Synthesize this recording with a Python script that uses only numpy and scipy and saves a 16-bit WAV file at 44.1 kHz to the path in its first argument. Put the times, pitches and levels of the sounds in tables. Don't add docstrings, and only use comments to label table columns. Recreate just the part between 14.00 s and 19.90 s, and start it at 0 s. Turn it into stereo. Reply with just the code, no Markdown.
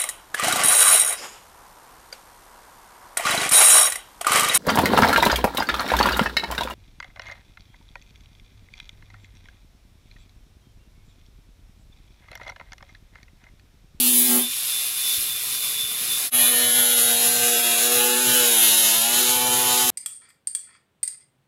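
import sys
import numpy as np
from scipy import signal
from scipy.fft import rfft, irfft, next_fast_len
from scipy.io import wavfile
from scipy.ndimage import uniform_filter1d

SR = 44100
rng = np.random.default_rng(int(sys.argv[2]) if len(sys.argv) > 2 else 0)


def store_pcm(level_fs):
    pcm = np.round(np.clip(level_fs, -1, 1) * 32767).astype(np.int16)
    wavfile.write(sys.argv[1], SR, np.atleast_2d(pcm).T)


def undo_db(level):
    steps = np.asarray(level, float) / 20
    return 10 ** steps


N = 260322

# start in seconds, end in seconds.
STAGES = [
    (0, .45),
    (.45, 2.27),
    (2.345, 5.9),
]
SCENE_CHANGE_S, FADE_OUT_S, FADE_IN_S = 2.308, .05, .047

FIRST_TURNS_PER_S, MESH_ORDER, USUAL_SPEED = 123.2, 28.575, 120
INERTIA_S = .04
WANDER_CYCLES = .07
LET_GO_S, LET_GO_HALF_S, LET_GO_RACE = .46, .05, .007
# time in seconds, speed in turns per second.
SPEED = [(2.35, 123.6), (2.46, 122.6), (2.52, 121.5), (2.87, 121.4), (2.96, 120.2), (3.06, 118.5),
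         (3.25, 119.2), (3.32, 120.2), (3.68, 118.5), (3.72, 117.2), (3.77, 117.6), (3.93, 121.8),
         (3.99, 120.8), (4.23, 124.0), (4.39, 123.3), (4.46, 120.9), (4.59, 113.6), (4.63, 112.7),
         (4.77, 113.1), (4.91, 112.5), (5.0, 113.5), (5.13, 120.5), (5.3, 124.0), (5.68, 123.5),
         (5.9, 123.6)]

# time in seconds, pressure on the disc in dB, grip on the panel in dB.
FIRST_CUT = [
    (0, 0, -28.5),
    (.11, 1, -30),
    (.19, 2.5, -30),
    (.25, 4.5, -30.5),
    (.31, -1, -24),
    (.385, -4, -23),
    (.44, -3, -35),
    (.475, -20, -37.5),
    (.53, -16, -59),
]
USUAL_GRIP_DB = -30
# time in seconds, level in dB.
FREE_RUN = [(.47, -28), (.79, -27), (.88, -27.5), (1.1, -25.5), (1.42, -26.5), (1.62, -25), (1.96, -26.5),
            (2.14, -24.5), (2.27, -24)]
# time in seconds, pressure in dB.
SECOND_CUT = [(2.35, -19.5), (2.5, -21), (2.849, -21), (3.001, -19.5), (3.1, -19.5), (3.2, -20.5),
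              (3.5, -20), (3.65, -20.5), (3.8, -19.5), (3.95, -19), (4.05, -18.5), (4.2, -20), (4.449, -16),
              (4.6, -15.5), (4.8, -17.5), (5.0, -17.5), (5.3, -20.5), (5.9, -20)]

RIM_STEPS = 1024
EVENNESS = .25
SETTLED_S = 1.62
# frequency in Hz, then the share (0-1) in the first cut,
# running free, in the second cut chattering, in the second cut running true.
REPEAT = [(500, .9, .08, .87, .9), (1400, .86, .08, .8, .84), (2800, .86, .08, .64, .8),
          (4300, .68, .05, .5, .76), (5800, .56, .04, .44, .58), (8100, .48, .04, .4, .46),
          (11500, .55, .03, .42, .84), (15000, .4, .03, .38, .5)]
# time in seconds, trueness (0 chattering, 1 true
RUNS_TRUE = [(2.35, .7), (2.9, 1), (3.05, .45), (3.6, .4), (3.85, .1), (4.38, .1), (4.5, -.3), (4.65, .5),
             (4.95, .5), (5.08, -.3), (5.25, 0), (5.9, 0)]
# lower edge in Hz, upper edge in Hz.
HISS_BANDS = [
    (150, 1200),
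    (1200, 5000),
    (5000, 9000),
    (9000, 15500),
]
HISS_TRIM_DB = [
    (-8, -1.7, 0, 0),
    (7.5, -0.47, 0, 0),
    (-5.5, -2, 0, 0),
]
# level at the start in dB, share of the pressure swing,
# growth in dB per second, response in dB per unit of grip or speed.
HISS_LAW = [
    [(-34, 0.099, 21, 1), (-30.5, 0.54, 0.5, 0.62), (-35, 1, -8, 1.53), (-19.5, 0.87, -4.5, 0.75)],
    [(-61, 0.059, 6.5, 0), (-33, 0.86, -0.74, 0), (-32, 1.9, -2.1, 0), (-24, 1.2, -1, 0)],
    [(-28.5, 0.51, 1.06, 0.36), (-23, 1.08, -1.04, 0.25), (-33, 0.44, 4, 0.05), (-18.5, 1.08, -1.83, 0.14)],
]
# frequency in Hz, density in dB per Hz.
COLOUR = [
    [(53, -57), (90, -30.5), (188, -13), (243, -3), (309, -9), (367, -8), (427, -10), (872, -8),
     (1630, -21), (3630, -13), (8620, -18), (10900, -17), (15800, -26)],
    [(53, -44), (90, -23.5), (260, -23.5), (436, -21.5), (570, -22.5), (720, -18.5), (880, -20.5),
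     (1040, -15), (1780, -14), (2410, -8.5), (3190, -9), (3400, -11), (3710, -7), (8620, -19), (9200, -18),
     (10900, -15.5), (15800, -31)],
    [(53, -48), (90, -7), (196, -5.5), (238, -20), (340, -2), (486, 1.5), (530, -7), (853, -1), (1040, -5),
     (3870, -2), (4600, -8.5), (5600, -10.5), (6800, -5.5), (8440, -13), (10900, -5.5), (15800, -21)],
]
# centre in Hz, width in Hz, #
# height in dB.
PEAK_AND_DIPS = [
    (10940, 900, 3),
    (7800, 370, -0.5),
    (4490, 510, -1.5),
    (8410, 140, -3),
]

FIRST_ORDERS = (2, 3, 4, 7, 5, 6, 8, 9, 10, 11, 12)
# level over the grip in dB, share of the swing in grip.
FIRST_HUM = [(-2, 1.18), (-14.5, 1.4), (-23.5, 1.1), (-20.5, 1.7), (-38, 1.4), (-25, 1.7), (-31, 1.2),
             (-31, 2.7), (-28, 2), (-28, 2), (-28.5, 1.2)]
OPENING_ORDERS = (20, 23, 26, 32, 42)
OPENING_REST_DB = -49.5
# middle in seconds, half length in seconds, level in dB.
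OPENING_SWELLS = [
    [(.27, .04, -36), (.4, 0.034, -47)],
    [(.07, .08, -40)],
    [(.07, 0.074, -46), (.4, 0.018, -41)],
    [(.22, .07, -41)],
    [(.275, 0.018, -34)],
]

# middle in seconds,
# half length in seconds, level in dB.
HUM_ORDERS = (2, 4, 6, 7)
HUM_REST = [(-40, 0.5), (-76, 2), (-45, -0.84), (-78.5, 7)]
HUM_SWELLS = [
    [(4.263, 0.3, -44)],
    [(2.62, 0.21, -39), (3.1, 0.27, -37), (3.5, 0.17, -33.5), (4.03, 0.24, -29.5), (4.45, 0.11, -29.5),
     (5.55, 0.39, -34.5)],
    [(3.2, 1, -51), (3.68, 0.49, -41.5), (5.07, 0.022, -43), (5.85, 0.5, -37)],
    [(3.2, 0.61, -45.5), (4.04, 0.085, -34), (4.28, 0.29, -35), (4.58, 0.024, -39), (4.84, 0.018, -58),
     (5.05, 0.032, -34.5), (5.65, 0.53, -30.5)],
]
BUZZ_ORDERS = (1, 3, 9, 12, 14)
BUZZ_REST = [(-52.5, 0.23), (-75.5, 0.19), (-49, 0.22), (-45, 0.37), (-45, 0.15)]
BUZZ_SWELLS = [
    [(2.38, 0.056, -64), (2.62, 0.12, -59.5), (3.05, 0.029, -57), (4.3, 0.042, -49), (5.11, 0.059, -61),
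     (5.6, 0.27, -49)],
    [(2.72, 0.41, -49), (3.58, 0.15, -45), (4.2, 0.41, -37.5), (4.78, 0.17, -51), (5.21, 0.085, -43),
     (5.6, 0.66, -41)],
    [(4.1, 0.22, -49), (4.48, 0.1, -43), (4.97, 0.1, -44), (5.65, 0.37, -44)],
    [(2.9, 0.21, -41.5), (4.33, 0.28, -40.5), (5.1, 0.13, -47), (5.75, 0.43, -48)],
    [(2.8, 0.25, -49), (4.15, 0.26, -40)],
]
WHINE_ORDERS = (28.47, 25, 27, 32)
WHINE_REST = [(-45, -0.27), (-58, -0.49), (-43.5, -0.63), (-37, -0.36)]
WHINE_SWELLS = [
    [(2.46, 0.045, -32), (2.85, 0.27, -38), (3.65, 0.15, -34), (5.2, 0.22, -46), (5.55, 0.1, -38)],
    [(2.72, 0.33, -33), (4.05, 0.67, -38.5), (4.35, 0.042, -39), (4.73, 0.14, -39.5), (5.5, 0.85, -34.5)],
    [(2.37, 0.07, -33), (2.8, 0.17, -34.5), (4.75, 0.43, -45)],
    [(2.46, 0.011, -30), (2.78, 0.33, -42), (3.9, 0.19, -43), (4.3, 0.13, -57), (4.5, 0.062, -31),
     (4.92, 0.068, -45), (5.12, 0.065, -48), (5.8, 0.19, -43)],
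]
SLOT_ORDERS = (8, 10, 13, 15, 17, 23, 24, 28)
SLOT_REST = [(-54, 0.22), (-50.5, 0.13), (-51.5, -0.033), (-50.5, -0.11), (-52.5, -.1), (-44.5, -0.15),
             (-45, -0.41), (-44, 0.043)]
SLOT_SWELLS = [
    [(4.8, 0.42, -43.5), (5.65, 0.31, -43)],
    [(4.15, 0.24, -53), (5.7, 0.41, -51)],
    [(3.1, 0.081, -50), (3.65, 0.48, -44.5), (4.6, 0.36, -47)],
    [(2.5, 0.27, -42), (4.95, 0.28, -49.5)],
    [(2.95, 0.52, -46), (4.0, 0.13, -45), (4.72, 0.31, -48)],
    [(2.85, 0.12, -58), (3.95, 0.52, -40.5)],
    [(2.42, 0.056, -42), (4.0, 0.13, -55), (4.35, 0.1, -37), (5.4, 0.14, -41)],
    [(2.45, 0.03, -42), (4.3, 0.3, -49), (4.7, 0.24, -39)],
]
EDGE_ORDERS = (5, 11, 16, 19, 85, 91, 96)
EDGE_REST = [(-52.5, .05), (-49.5, .05), (-50, .05), (-49, .05), (-55, .05), (-44, .05), (-53, .05)]
EDGE_SWELLS = [
    [(2.42, 0.13, -44.5), (3.2, 0.65, -51), (4.2, 0.69, -51), (4.45, 0.04, -44), (4.75, 0.12, -55),
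     (5.03, 0.23, -46), (5.5, 0.18, -46), (5.82, 0.09, -52)],
    [(4.15, 0.67, -48), (5.35, 0.24, -51), (5.7, 0.39, -53)],
    [(2.45, 0.06, -45), (3.8, 0.57, -60), (4.78, 0.054, -45), (5.5, .15, -63)],
    [(2.45, 0.39, -46), (4.0, 0.082, -60), (4.7, 0.29, -41), (5.45, 0.16, -43)],
    [(2.5, 0.16, -23.5), (5.55, .35, -57)],
    [(2.7, 0.16, -24.5), (3.15, 0.11, -40), (4.27, .15, -29)],
    [(4.75, .12, -38)],
]
STACK_ORDERS = (18, 20, 21, 22, 26, 29, 30, 31, 33, 35, 89, 94)
STACK_REST = [(-51.5, .1), (-46.5, .1), (-46, .05), (-46, 0.12), (-45, .05), (-50, -.1), (-47, -.1),
              (-41.5, -.1), (-51.5, 0.017), (-53, -.2), (-53, .05), (-59, .05)]
STACK_SWELLS = [
    [(4.3, 0.42, -46.5), (5.3, .15, -47)],
    [(2.45, .1, -40), (3.7, .3, -46), (4.2, 0.14, -53)],
    [(2.5, 0.2, -54), (3.7, 0.22, -44), (4.1, 0.11, -40), (4.5, 0.13, -44)],
    [(4.25, .3, -44.5), (5.5, .45, -47)],
    [(3.1, 0.24, -42), (4.7, 0.16, -39), (5.4, 0.47, -53)],
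    [(3.9, 0.15, -44), (4.6, 0.14, -37)],
    [(2.6, 0.42, -50), (4.2, .2, -41), (4.75, 0.17, -42)],
    [(2.8, 0.17, -41), (3.4, 0.23, -47), (4.7, 0.09, -37)],
    [(2.45, 0.13, -55), (4.0, 0.22, -45), (5.2, 0.57, -61)],
    [(2.9, 0.61, -39), (4.6, 0.28, -43)],
    [(3.15, 0.28, -31.5), (5.55, 0.088, -35)],
    [(2.63, .25, -28), (2.43, 0.067, -34)],
]

# middle in seconds,
# half length in seconds, level in dB.
MESH_SWELLS = [(.14, 0.16, -47), (.46, 0.036, -36.5), (.6, 0.044, -51), (.75, 0.047, -36),
               (.92, 0.085, -47), (1.11, 0.1, -33), (1.33, 0.06, -38.5), (1.65, 0.13, -38),
               (1.82, .08, -32.5), (1.97, 0.04, -42), (2.14, 0.044, -31.5)]
MESH_REST_DB = -44
# ratio to mesh, level in dB.
MESH_PARTNERS = [
    (0.6893, -16),
    (0.9628, -18),
    (1.0718, -19),
    (1.998, -18),
    (2.3736, -9),
]
# ratio to mesh, level in dB.
ARMATURE = [(.1253, -60), (0.037, -61.5)]
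ARMATURE_TURNS_S, ARMATURE_HIDDEN_DB = 1.3, -4.5
SWELL_SQUARENESS = 2.26

# frequency in Hz, left minus right in dB.
LEFT_LEAN = [(60, 1.5), (92, -6), (140, 19), (210, 4), (330, 7), (500, 9.5), (770, 17.5), (1170, 7),
             (1790, 17.5), (2740, 6.5), (4190, 4), (6410, 13.5), (9810, 16.5), (15000, -6)]
# frequency in Hz, correlation.
LIKENESS = [(100, 0.3), (300, 0.44), (700, 0.056), (1500, 0.11), (4000, 0.063), (10000, 0.12),
            (15000, 0.041)]
# frequency in Hz, phase in radians.
LEFT_LEADS = [(240, 0.28), (450, 0.47), (900, 0.67), (2000, 0.24), (5000, 0.074)]
FULL_LEAN_HZ, PORT_WANDER = 493, 0.71
FACES_PORTS_S, FACING_LIKENESS = 3.83, 0.23
# time in seconds, left minus right in dB plus 10.5.
PLACE = [(0, 9), (.75, 8), (1.25, 4.5), (1.75, 5.5), (2.3, 8), (2.32, 12), (2.8, 12.5), (3.2, 11),
         (4.2, 9.5), (4.75, 9), (5.9, 9.5)]
HAND_SHAKE_DB, HAND_SHAKE_PER_S = 0.73, 11

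# middle in seconds, half length in seconds, level in dB.
GUSTS = [(.2, 0.19, -63.5), (0.805, 0.032, -73), (1.195, 0.018, -51), (1.324, 0.036, -60),
         (1.525, 0.04, -64), (1.84, 0.014, -57), (2.035, 0.028, -59), (2.303, 0.17, -71.5),
         (3.15, 0.051, -58), (3.974, 0.047, -56), (4.096, 0.089, -52), (4.6, .04, -60), (4.703, 0.13, -59),
         (5.01, 0.053, -58), (5.41, 0.094, -57), (5.793, 0.026, -64), (5.907, 0.017, -47)]
WIND_REST_DB = -72
CUTOFF_HZ = 15820


def unit(x):
    return x / np.sqrt(np.mean(x ** 2) + 1e-20)


def in_time(rows):
    s, *columns = np.transpose(rows)
    return [np.interp(np.arange(N) / SR, s, c) for c in columns]


def at_hz(points, hz):
    f, value = np.array(points)[:, :2].T
    return np.interp(np.log(hz), np.log(f), value)


def drift(rate, count):
    r = np.exp(-80 * np.pi * rate / SR)
    fresh = rng.standard_normal(count // 40 + 2002)
    slow = signal.lfilter([1], [1, -2 * r, r * r], fresh)[2000:]
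    return np.interp(np.arange(count) / 40, np.arange(len(slow)), unit(slow))


def swells(rest_db, rows):
    at = np.arange(0, N, 64)
    rise = sum(undo_db(db) * np.exp(-np.abs((at / SR - s) / half_s) ** SWELL_SQUARENESS) for s, half_s, db in rows)
    rest = undo_db((rest_db + np.zeros(N))[at])
    return np.interp(np.arange(N), at, 20 * np.log10(rest + rise))


def rim(turns, memory, steady):
    fresh = rng.standard_normal((2, 800, RIM_STEPS))
    worn = signal.lfilter([1], [1, -memory], fresh, axis=1)[:, 60:]
    orders = rfft(worn)
    orders *= (np.abs(orders) + 1e-9) ** -EVENNESS
    orders[..., steady] *= .17
    bumps = irfft(orders).reshape(2, -1)
    bumps = signal.sosfilt(signal.butter(8, .29, output="sos"), bumps)
    return unit(np.array([np.interp(turns * RIM_STEPS, np.arange(len(b)), b) for b in bumps]))


def spray(turns, gate):
    press = 1 + gate * (np.cos(2 * np.pi * turns) + 0.11 * np.cos(4 * np.pi * turns + 1))
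    return unit(rng.standard_normal((2, N)) * press)


def hiss_db(stage):
    pressure, grip = in_time(FIRST_CUT)
    free, second = (in_time(rows)[0] - np.mean(rows, axis=0)[1] for rows in (FREE_RUN, SECOND_CUT))
    sag = in_time(SPEED)[0] - USUAL_SPEED
    push, load = [(pressure, grip - USUAL_GRIP_DB), (free, 0), (second, sag)][stage]
    since = np.minimum(np.arange(N) / SR - STAGES[stage][0], SETTLED_S)
    return np.array([db + share * push + per_s * since + per_load * load
                     for db, share, per_s, per_load in HISS_LAW[stage]])


def hiss(stage, repeating, fresh, patchy_db, low_patchy_db):
    start = max(0, int((STAGES[stage][0] - .06) * SR))
    stop = min(N, int((STAGES[stage][1] + .06) * SR))
    count = stop - start
    size = next_fast_len(count)
    hz = np.maximum(np.arange(size // 2 + 1) * SR / size, 1)
    mid, other = rfft(np.stack([repeating, fresh], axis=1)[..., start:stop], size)
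    port_db = sum(db / (1 + (2 * (hz - centre_hz) / width_hz) ** 2) for centre_hz, width_hz, db in PEAK_AND_DIPS)
    colour = undo_db(at_hz(COLOUR[stage], hz) + port_db)
    lean = undo_db(at_hz(LEFT_LEAN, hz) / 2)
    parts = np.stack([mid * lean, mid * np.exp(-1j * at_hz(LEFT_LEADS, hz)) / lean, other / lean], axis=1)
    parts = parts * colour / np.sqrt((lean ** 2 + lean ** -2 + 2 * at_hz(LIKENESS, hz)) / 4)
    band_db = [10 * np.log10(2 * np.sum(colour[(hz > a) & (hz < b)] ** 2) / size) for a, b in HISS_BANDS]
    gains = hiss_db(stage)[:, start:stop] + np.subtract(HISS_TRIM_DB[stage], band_db)[:, None]
    true = in_time(RUNS_TRUE)[0][start:stop] * (stage == 2)
    facing = np.clip((np.arange(start, stop) / SR - FACES_PORTS_S) / .3 + .5, 0, 1)
    shares = np.array(REPEAT)
    best_column = 4 if stage == 2 else stage + 1
    out, together = np.zeros((2, N)), drift(2.8, count)
    for centre in 90 * 2 ** np.arange(0, 8, .5):
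        window = np.cos(np.pi * np.clip(np.log2(hz / centre), -.5, .5)) ** 2
        bumps, chips = irfft(parts * window, size)[..., :count]
        place = np.interp(np.log(centre), np.log([500, 2800, 6700, 11000]), range(4))
        below, above = gains[int(place)], gains[min(int(place) + 1, 3)]
        level = below + (place % 1) * (above - below)
        usual = at_hz(shares[:, [0, stage + 1]], centre)
        best = at_hz(shares[:, [0, best_column]], centre)
        share = np.clip(usual + true * (best - usual), .02, .98)
        own_db = 1.4 * patchy_db + low_patchy_db * (centre < 1300)
        flicker = patchy_db * together + own_db * drift(3.3, count)
        left, same, apart = undo_db(level + flicker) * (np.sqrt(share) * bumps + np.sqrt(1 - share) * chips)
        alike = np.clip(at_hz(LIKENESS, centre) + FACING_LIKENESS * facing * (centre > 2500), 0, .99)
        out[:, start:stop] += [left, alike * same + np.sqrt(1 - alike ** 2) * apart]
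    return out


def tone(cycles, level_db, lean_db, wobble_db):
    hz = cycles[-1] * SR / N
    phase = 2 * np.pi * (cycles + rng.random() + WANDER_CYCLES * drift(9.4, N))
    height = np.sqrt(2) * undo_db(level_db + wobble_db * drift(9, N))
    lag = at_hz(LEFT_LEADS, hz) + PORT_WANDER * min(hz / FULL_LEAN_HZ, 1.6) * drift(4.6, N)
    lean = undo_db(lean_db * min(hz / FULL_LEAN_HZ, 1) / 2)
    return height * np.array([lean * np.sin(phase), np.sin(phase - lag) / lean])


def lines(turns, orders, levels_db, lean_db, wobble_db):
    return sum(tone(k * turns, db, lean_db, wobble_db) for k, db in zip(orders, levels_db))


def rung(rest, rows, speed):
    return [swells(db + per_turn * (speed - USUAL_SPEED), own) for (db, per_turn), own in zip(rest, rows)]


def first_panel(turns):
    grip = in_time(FIRST_CUT)[1] - USUAL_GRIP_DB
    hum_db = [USUAL_GRIP_DB + db + share * grip for db, share in FIRST_HUM]
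    opening_db = [swells(OPENING_REST_DB, own) for own in OPENING_SWELLS]
    hum = lines(turns, FIRST_ORDERS, hum_db, lean_db=6.5, wobble_db=.8)
    return hum + lines(turns, OPENING_ORDERS, opening_db, lean_db=4.0, wobble_db=2.0)


def loose_panel(turns, speed):
    families = [(HUM_ORDERS, HUM_REST, HUM_SWELLS, 6.0, .8), (BUZZ_ORDERS, BUZZ_REST, BUZZ_SWELLS, 6.5, 1.0),
                (WHINE_ORDERS, WHINE_REST, WHINE_SWELLS, 7.0, 2.5),
                (SLOT_ORDERS, SLOT_REST, SLOT_SWELLS, 13.5, 2.5),
                (EDGE_ORDERS, EDGE_REST, EDGE_SWELLS, 5.5, 2.0),
                (STACK_ORDERS, STACK_REST, STACK_SWELLS, 6.0, 3.0)]
    return sum(lines(turns, orders, rung(rest, rows, speed), lean_db, wobble_db)
               for orders, rest, rows, lean_db, wobble_db in families)


def gears_free(turns):
    t = np.arange(N) / SR
    race = LET_GO_RACE * np.exp(-((t - LET_GO_S) / LET_GO_HALF_S) ** 4)
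    cycles = MESH_ORDER * np.cumsum(np.gradient(turns) * (1 + race))
    mesh = tone(cycles, swells(MESH_REST_DB, MESH_SWELLS), lean_db=14.5, wobble_db=1.5)
    partners = sum(tone(ratio * cycles, -37.0 + db, lean_db=12.0, wobble_db=2.5) for ratio, db in MESH_PARTNERS)
    hidden_db = ARMATURE_HIDDEN_DB * np.clip((ARMATURE_TURNS_S - t) / .2, 0, 1)
    shaft = sum(tone(ratio * cycles, db + hidden_db, lean_db=14.0, wobble_db=-0.5) for ratio, db in ARMATURE)
    return mesh + partners + shaft


def wind():
    common, *own = rng.standard_normal((3, N))
    band = signal.butter(2, [32.0, 150], "band", fs=SR, output="sos")
    low = signal.sosfilt(band, common + 2.2 * np.array(own))
    return unit(low * undo_db(1.4 * drift(7.8, N))) * undo_db(swells(WIND_REST_DB, GUSTS) + 9.0)


def scene():
    t = np.arange(N) / SR
    second_speed = uniform_filter1d(in_time(SPEED)[0], size=int(INERTIA_S * SR))
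    speed = np.where(t < SCENE_CHANGE_S, FIRST_TURNS_PER_S, second_speed)
    turns = np.cumsum(speed * (1 + .0004 * drift(25, N))) / SR
    chips = spray(turns, gate=.15)

    first_rim = rim(turns, memory=.92, steady=FIRST_ORDERS + OPENING_ORDERS)
    lifted = np.clip((t - .4) / 0.14, 0, 1)
    first = np.sqrt(1 - lifted) * hiss(0, first_rim, chips, patchy_db=1.0, low_patchy_db=1.0)
    first += np.sqrt(lifted) * hiss(1, first_rim, chips, patchy_db=0.3, low_patchy_db=1.2)
    first += first_panel(turns) + gears_free(turns)

    steady = HUM_ORDERS + BUZZ_ORDERS + SLOT_ORDERS + EDGE_ORDERS[:4] + WHINE_ORDERS[1:] + STACK_ORDERS[:10]
    second_rim = rim(turns, memory=.92, steady=steady)
    second = hiss(2, second_rim, chips, patchy_db=0.75, low_patchy_db=-0.5)
    second += loose_panel(turns, speed)

    pan = undo_db((in_time(PLACE)[0] - 10.5) / 2 * np.array([[1], [-1]]))
    pan = pan * undo_db(HAND_SHAKE_DB * drift(HAND_SHAKE_PER_S, N))
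    return pan * np.where(t < SCENE_CHANGE_S, first, second) + wind()


def mask_weak_bands(x, below_db, depth_db):
    cells = signal.stft(x, nperseg=2048, noverlap=1024, window="cosine")[2]
    power = np.sum(np.abs(cells) ** 2, axis=0)
    narrow_db = 10 * np.log10(uniform_filter1d(power, size=6, axis=0).clip(1e-20))
    usual_db = uniform_filter1d(narrow_db, size=60, axis=0)
    without_tones = np.minimum(narrow_db, usual_db + 4)
    usual_db = uniform_filter1d(without_tones, size=60, axis=0) + .5
    under_db = narrow_db - usual_db - below_db
    kept = undo_db(depth_db / (1 + np.exp(np.clip(2 * under_db, -20, 20))))
    return signal.istft(cells * kept, nperseg=2048, noverlap=1024, window="cosine")[1][:, :N]


def roll_off(x):
    return signal.sosfilt(signal.butter(12, 16230, fs=SR, output="sos"), x)


def record(dry):
    sparse = mask_weak_bands(np.clip(dry, -1, 1), below_db=-3.4, depth_db=-17)
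    t = np.arange(N) / SR
    away = np.maximum((SCENE_CHANGE_S - t) / FADE_OUT_S, (t - SCENE_CHANGE_S) / FADE_IN_S)
    fade = np.sin(np.pi / 2 * np.clip(away, .1, 1)) ** 2
    mix = signal.sosfilt(signal.ellip(14, .3, 60, CUTOFF_HZ, fs=SR, output="sos"), fade * sparse)
    return roll_off(mix)


dry = scene()
out = record(dry)
store_pcm(out)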